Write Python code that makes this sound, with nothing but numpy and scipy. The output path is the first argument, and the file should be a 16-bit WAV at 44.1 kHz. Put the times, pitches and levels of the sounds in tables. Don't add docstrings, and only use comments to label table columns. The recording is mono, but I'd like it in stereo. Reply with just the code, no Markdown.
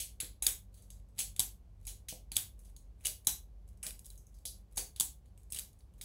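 import sys
import numpy as np
from scipy import signal
from scipy.io import wavfile

SR = 44100
rng = np.random.default_rng(int(sys.argv[2]) if len(sys.argv) > 2 else 0)


def inscribe(sig):
    pcm = np.round(np.clip(np.atleast_2d(sig).T, -1, 1) * 32767)
    wavfile.write(sys.argv[1], SR, pcm.astype(np.int16))


N = 266364

# pitch in Hz, relative strength in dB per Hz.
FLOOR_SPECTRUM = [(25, -30), (45, -6), (80, -12.5), (140, -11), (250, -24), (500, -26), (900, -33.5),
                  (1250, -41.5), (5000, -46.5), (10500, -50), (15500, -53)]
# pitch in Hz, likeness from 0 to 1.
FLOOR_LIKENESS = [(40, 0.77), (125, 0.94), (400, 0.43), (1200, 0.17), (12000, .1)]
# pitch in Hz, width in Hz, rms level in dB before the stereo balance.
HUM_TONES = [(45.9, 7.7, -56.5), (63.7, 13, -60), (95.72, 4.5, -65), (194.5, 5.7, -77.5)]
# pitch in Hz, time to fall 60 dB in seconds (before the tail bend),
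# relative level in dB, left-right likeness from 0 to 1.
ROOM_BANDS = [(150, 0.35, 12, 0.87), (565, 0.42, 19.5, 0.77), (1947, 0.33, -6.5, 0.11),
              (5184, 0.34, 0.5, 0.26), (10000, 0.29, -2.5, 0.27), (14800, 0.34, 3, 0.066)]
# time in seconds, knock level in dB before dulling,
# thump over knock in dB, knock pitch in Hz.
PALM_SLAPS = [(0.004, -45.5, -11, 600), (0.231, -48, 1, 396.6), (0.423, -37, -15.5, 785),
              (0.467, -38, -11, 390), (1.19, -40.5, -17.5, 790), (1.393, -37.5, -5.5, 815),
              (1.401, -33, -15.5, 990), (1.873, -48.5, -17, 804), (2.126, -35, -11, 600),
              (2.318, -46, -5, 810), (2.365, -38, -9.5, 730), (3.054, -50, -22.5, 840),
              (3.273, -29, -13, 925), (3.866, -52.5, 0, 517), (4.455, -46, -9.5, 610),
              (4.776, -30.5, -18.5, 820), (4.793, -36, -20, 390), (5.008, -31, -14.5, 956),
              (5.522, -56, 1, 789), (5.586, -59, 1, 500)]
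# pitch in Hz, relative level in dB, time to fall 60 dB in seconds.
FLESH_MODES = [(150, 7, 0.011), (278, 1, 0.012)]
# start in seconds, length in seconds,
# level in dB before the stereo balance.
RATTLE_SPELLS = [(.74, .12, -78.5), (.9, .1, -75.5), (1.185, .015, -57), (1.81, .03, -79), (1.88, .04, -68),
                 (2.59, .11, -77), (3.0, .04, -79), (3.055, .012, -52), (3.687, 0.045, -81),
                 (3.855, .015, -57.5), (4.0, .42, -85), (4.5, .1, -77), (4.715, .02, -78),
                 (4.775, .015, -53), (5.255, .03, -87), (5.38, .07, -81.5), (5.525, .06, -67),
                 (5.73, .08, -89.5), (5.985, .05, -73)]
# pitch in Hz, relative level in dB,
# time to fall 60 dB in seconds.
KNIFE_MODES = [(1840, -15.5, 0.00091), (2500, -1.5, 0.0024), (2890, -18, 0.021), (3600, 0, 0.0025),
               (3980, -10, 0.025), (4520, -12, 0.013), (5500, -2.5, 0.0014), (6550, -2.5, 0.0043),
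               (7200, -0.5, 0.0039), (7950, -4, 0.012), (8800, 3.5, 0.0032), (9700, 0, 0.005),
               (10550, -2, 0.0091), (11250, -4, 0.011), (12300, -2, 0.0031), (13600, -11, 0.002),
               (13650, -5, .003), (15300, -6, 0.0026)]
# time in seconds, force level in dB, lowest modes in dB, low modes in dB,
# pitch in Hz of the mode the grip leaves free, left over right in dB (limited later), share sent into the room in dB.
METAL_CONTACTS = [(0.0012, -33.5, -1, 0, 2500, 6, 15), (0.2029, -27.5, 6.5, 1.5, 10550, 1, 5.5),
                  (0.2108, -33, -12, -2, 4520, 13, -1.5), (0.2453, -47.5, -1, 8, 3600, -9, 7),
                  (0.4242, -22.5, 0, -12.5, 3980, 3, 8), (0.467, -11.5, -5.5, -3.5, 3600, 3.5, 1.5),
                  (0.743, -53, -21, 0.5, 4520, 0, 7.5), (0.7737, -60, -18, 1.5, 4520, 5, 14),
                  (0.823, -53.5, -18, -5, 4520, 2, 7), (0.9038, -44.5, -33, 4, 6550, 3, 3.5),
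                  (1.087, -66, -17, -14.5, 7950, 1.5, 3.5), (1.1827, -40.5, -7, 5.5, 2890, -10, 11.5),
                  (1.1899, -26, -5.5, -2.5, 2500, -2, 12), (1.204, -29.5, 5, -32, 7950, 12, 5.5),
                  (1.3641, -38, -14, -3.5, 3600, 8, 1.5), (1.3951, -14, -34, -7.5, 3600, 4, -2),
                  (1.4029, -18.5, -30, -4.5, 3600, 2, 0), (1.853, -48, 0.5, -14.5, 5500, 3, 2),
                  (1.869, -34, -14, -7.5, 11250, 13, 2), (1.8747, -40, 3, 0.5, 5500, -4, 15),
                  (2.0857, -35, 9, -2, 6550, 0, 9.5), (2.0937, -38, -20, -17, 8800, 2, 7),
                  (2.3183, -33.5, 1.5, 3.5, 4380, 1.5, 6), (2.356, -37.5, -34, -3, 3600, 0, 15.5),
                  (2.367, -15, -47, -1.5, 3600, 4.5, 0), (2.5924, -53, -26, -22, 9700, 7, 5.5),
                  (2.6486, -59, -14, -2, 4520, 5, 13.5), (2.7647, -44.5, -10, -1.5, 6550, 3.5, 2),
                  (3.0085, -57.5, 5, -16, 2500, 3, 9), (3.05, -35.5, 2.5, 5, 2500, -3.5, 15.5),
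                  (3.0563, -18.5, 0, -7.5, 2890, 1, -0.5), (3.069, -23.5, -3, -4.5, 4520, 8, 3),
                  (3.2484, -51.5, 0, -2, 10550, 0, 7), (3.271, -10, -22, -7.5, 3980, 2, -1.5),
                  (3.678, -60, -5, -9.5, 2890, 7.5, 4), (3.689, -58.5, -10, -12.5, 5500, 9, 0.5),
                  (3.7744, -62, -18.5, -15, 5500, 9, 2), (3.83, -36, 6, -42, 8800, 2.5, 11.5),
                  (3.8664, -26.5, 1.5, -2.5, 5500, -4.5, 4.5), (3.9078, -38.5, 2.5, -12, 2500, 12, -7),
                  (3.993, -44.5, -8, -18, 3980, 11, 1.5), (4.046, -48.5, -26, -2, 5500, -2, 7),
                  (4.0581, -45.5, -35, -16, 3600, 12, 7), (4.0647, -40.5, -33, -16, 3600, 6, -7),
                  (4.1028, -43.5, -30, -7, 3980, 0, 2.5), (4.157, -59, -23, -3.5, 12300, 10, -0.5),
                  (4.1778, -49, -23, -24, 6550, 4, 3), (4.2687, -55, -31.5, -17.5, 6550, 4, 2),
                  (4.3424, -63.5, -15, -2.5, 4520, 2, 12.5), (4.3874, -59, -12, -1.5, 4520, 6, 3),
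                  (4.4543, -32, -21, 3.5, 11250, 1.5, 9), (4.726, -61.5, -8.5, -15, 9700, 9, -2.5),
                  (4.76, -46, -19.5, -20.5, 6550, 15, 7.5), (4.772, -27, 1.5, -6, 6550, 3, 9),
                  (4.7787, -25, -10, -1.5, 4520, 6, 7), (4.9623, -40, -27, 1, 3600, 2, 4.5),
                  (4.9997, -14.5, -45, -7, 3600, 1.5, 1), (5.0082, -16.5, -32.5, -5.5, 3600, 9, -4),
                  (5.2585, -65, 3, 3, 4520, 6, 6.5), (5.377, -55, 6.5, -12.5, 7950, 4, 2.5),
                  (5.433, -59.5, -19, -13.5, 7200, 6, -0.5), (5.5035, -47, -24.5, -25, 8800, 2, 6),
                  (5.5228, -29, -5.5, -5, 8800, 4, 4), (5.533, -38, 4, -16, 8800, 16, -13),
                  (5.5467, -32.5, -1, 5, 10550, -1, 3), (5.5619, -36, 1, 0, 2890, 2, 9.5),
                  (5.572, -37, -4, 8.5, 2890, 6, 0.5), (5.588, -28, -2.5, 3.5, 7950, 2, -8),
                  (5.594, -28.5, -5, -5, 12300, 5, -1), (5.6443, -58, -17.5, -19, 3980, 5, -7),
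                  (5.731, -59.5, -15, 0, 4520, 9, 1.5), (5.7897, -61, -14.5, -15.5, 9700, 8, 5.5),
                  (5.807, -66.5, -8, 11.5, 4520, -8.5, 1), (5.9382, -62.5, -2, -1, 2890, 1.5, 2),
                  (6.0132, -34, -2.5, -1.5, 3600, -1, 7)]

FLOOR_DB = -64.5
STEADY_HZ, STEADY_DB = 49.2, -54.5
TAIL_BEND_DB_PER_S2 = 399
KNOCK_T60_S, PALM_ROOM_DB = 0.009, -48
RATTLE_RISE_DB_PER_S, RATTLE_FALL_DB_PER_S = 802, 605
CHATTER_MS, HIGH_MODES_DB = 0.84, 0.5
BOUNCES_PER_S, BOUNCE_DB, BOUNCE_T60_S = 350, -11, 0.2
MODE_SHARE_DB = -22.5
SCATTER_DB = 1
GRIPPED_DB, LONG_RING_S = -4, 0.02
SMALL_BODY_HZ = 2050
LEFT_LEAD = 1
RUMBLE_CUT_HZ, TREBLE_FADE_HZ, CUTOFF_HZ = 38, 16100, 16900


def from_db(db):
    return 10 ** (np.asarray(db) / 20)


def rms_one(x):
    return x / np.sqrt(np.mean(x ** 2) + 1e-20)


def at_hz(points, hz, column=1):
    table = np.array(points)
    return np.interp(np.log(hz), np.log(table[:, 0]), table[:, column])


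def left_right(pan_db):
    return from_db(np.array([[0.5], [-0.5]]) * pan_db)


def ring(push, hz, t60):
    shrink = from_db(-60 / (t60 * SR))
    turn = 2 * np.pi * hz / SR
    feedback = [1, -2 * shrink * np.cos(turn), shrink * shrink]
    return signal.lfilter([0, np.sin(turn)], feedback, push + 1e-18)


def stereo_bands(length, likeness, gain):
    settle = 4000
    edges = 25 * 2 ** np.arange(0, 9.6, 0.5)
    white = rng.standard_normal((2, 2, length + settle))
    out = 0
    for k, (low, high) in enumerate(zip(edges, edges[1:])):
        band = signal.butter(2, [low, high], "band", fs=SR, output="sos")
        mid, side = signal.sosfilt(band, white[k % 2])[:, settle:]
        hz = np.sqrt(low * high)
        alike = np.clip(likeness(hz), 0, 1)
        stereo = np.sqrt(1 + alike) * mid + np.sqrt(1 - alike) * side * [[1], [-1]]
        out = out + gain(hz) * stereo
    return out


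def noise_floor():
    noise = stereo_bands(N, lambda hz: at_hz(FLOOR_LIKENESS, hz),
                         lambda hz: from_db(at_hz(FLOOR_SPECTRUM, hz)))
    return from_db(FLOOR_DB) * rms_one(noise)


def hum():
    out = from_db(STEADY_DB) * np.sin(2 * np.pi * (STEADY_HZ * np.arange(N) / SR + rng.random()))
    for hz, width_hz, level_db in HUM_TONES:
        t60 = np.log(1000) / (np.pi * width_hz)
        noise = rng.standard_normal(N + SR)
        wavering = ring(ring(noise, hz, t60), hz, t60)[SR:]
        out = out + from_db(level_db) * rms_one(wavering)
    return out


def room(x, first_s, build_s):
    t = np.arange(int(0.6 * SR)) / SR
    onset = 1 - np.exp(-np.clip(t - first_s, 0, None) / build_s)
    bend = from_db(-TAIL_BEND_DB_PER_S2 * t ** 2)

    def decay(hz):
        return from_db(at_hz(ROOM_BANDS, hz, column=2) - 60 * t / at_hz(ROOM_BANDS, hz))

    tail = onset * bend * stereo_bands(len(t), lambda hz: at_hz(ROOM_BANDS, hz, column=3), decay)
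    return signal.fftconvolve(x[None], tail, axes=1)[:, :N]


def slaps(knock_t60):
    knocks, push = np.zeros(N), np.zeros(N)
    t = np.arange(int(0.05 * SR)) / SR
    for s, knock_db, thump_db, knock_hz in PALM_SLAPS:
        at = round(s * SR)
        push[at] = from_db(knock_db + thump_db)
        fade = from_db(knock_db - 60 * t / knock_t60)
        soft_start = np.tanh(t * knock_hz * 2)
        knocks[at:at + len(t)] += fade * soft_start * np.sin(2 * np.pi * knock_hz * t)
    thumps = sum(from_db(mode_db) * ring(push, hz, t60) for hz, mode_db, t60 in FLESH_MODES)
    return signal.lfilter([0.15], [1, -0.85], knocks + thumps)


def rattle(per_s, spread_db):
    t = np.arange(N) / SR
    level = 0
    for s, length, db in RATTLE_SPELLS:
        rise_db = RATTLE_RISE_DB_PER_S * np.clip(s - t, 0, 1)
        fall_db = RATTLE_FALL_DB_PER_S * np.clip(t - s - length, 0, 1)
        level = level + from_db(db - rise_db - fall_db)
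    heights = from_db(spread_db * np.minimum(rng.exponential(1, N), 3))
    ticks = heights * (rng.random(N) < per_s / SR)
    dealt = rng.integers(0, 3, N)
    rings = 0
    for k, (hz, mode_db, t60) in enumerate(KNIFE_MODES):
        brighter_db = 2.0 * np.log2(hz / 4000)
        rings = rings + from_db(mode_db + brighter_db) * ring(ticks * (dealt == k % 3), hz, t60)
    return level * rms_one(rings)


def knife(scatter_db, free_db, likeness):
    s, level_db, lowest_db, low_db, free_hz, pan_db, room_db = np.transpose(METAL_CONTACTS)
    peak = np.round(s * SR).astype(int)
    chatter = CHATTER_MS * SR / 1000
    n = np.arange(N)
    begins = np.sort(peak - 2.5 * chatter)
    latest = np.clip(np.searchsorted(begins, n, "right") - 1, 0, None)
    swell = np.exp(-0.5 * ((n - peak[latest]) / chatter) ** 2)
    since = (n - peak[latest]) / SR
    bounce = (rng.random(N) < BOUNCES_PER_S / SR) * (since > 0) * rng.exponential(1, N)
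    swell = swell + bounce * from_db(BOUNCE_DB - 60 * since / BOUNCE_T60_S)

    mid, side = rng.standard_normal((2, N))
    grain = np.sqrt(1 + likeness) * mid + np.sqrt(1 - likeness) * side * [[1], [-1]]
    force = from_db(level_db[latest]) * swell * grain * left_right(np.clip(pan_db[latest], -8, 12))

    blow = np.zeros(N)
    blow[peak] = from_db(level_db + room_db) * np.sqrt(chatter)

    scatter, phase = rng.standard_normal((len(s), 2, len(KNIFE_MODES))).transpose(1, 0, 2)
    out = 0
    for k, (hz, mode_db, t60) in enumerate(KNIFE_MODES):
        if hz < 3100:
            colour_db = lowest_db
        elif hz < 5200:
            colour_db = low_db
        else:
            colour_db = HIGH_MODES_DB if hz > 9300 else 0
        freed = np.exp(-0.5 * (np.log(hz / free_hz) / 0.04) ** 2)
        grip_db = scatter_db * scatter[:, k] + GRIPPED_DB * (t60 > LONG_RING_S)
        grip_db = grip_db * (1 - 2 * freed)
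        strength = from_db(mode_db + colour_db + free_db * freed + MODE_SHARE_DB + grip_db)
        pushes = np.vstack([force, blow * np.sign(phase[latest, k])])
        out = out + (-1) ** k * ring(pushes * strength[latest], hz, t60)
    out = signal.sosfilt(signal.butter(3, SMALL_BODY_HZ, "high", fs=SR, output="sos"), out)
    left, right, to_walls = out
    return np.array([left, np.roll(right, LEFT_LEAD)]), to_walls


def scene():
    clacks, to_walls = knife(scatter_db=SCATTER_DB, free_db=6, likeness=0.56)
    ticks = rattle(per_s=700, spread_db=5.5)
    palm = slaps(KNOCK_T60_S)
    direct = clacks + ticks * left_right(6.4) + palm * left_right(-5.0)
    metal_tail = room(to_walls + from_db(-8) * ticks, first_s=0.0005, build_s=0.00033) * left_right(3.7)
    palm_tail = room(palm, first_s=0.001, build_s=0.002) * left_right(-3.2)
    background = (noise_floor() + hum()) * left_right(-0.8)
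    return direct + from_db(-31) * metal_tail + from_db(PALM_ROOM_DB) * palm_tail + background


def record(dry):
    dry = signal.sosfilt(signal.butter(3, RUMBLE_CUT_HZ, "high", fs=SR, output="sos"), dry)
    dry = signal.sosfilt(signal.butter(8, TREBLE_FADE_HZ, fs=SR, output="sos"), dry)
    return signal.sosfilt(signal.cheby2(10, 50, CUTOFF_HZ, fs=SR, output="sos"), dry)


dry = scene()
out = record(dry)
inscribe(out)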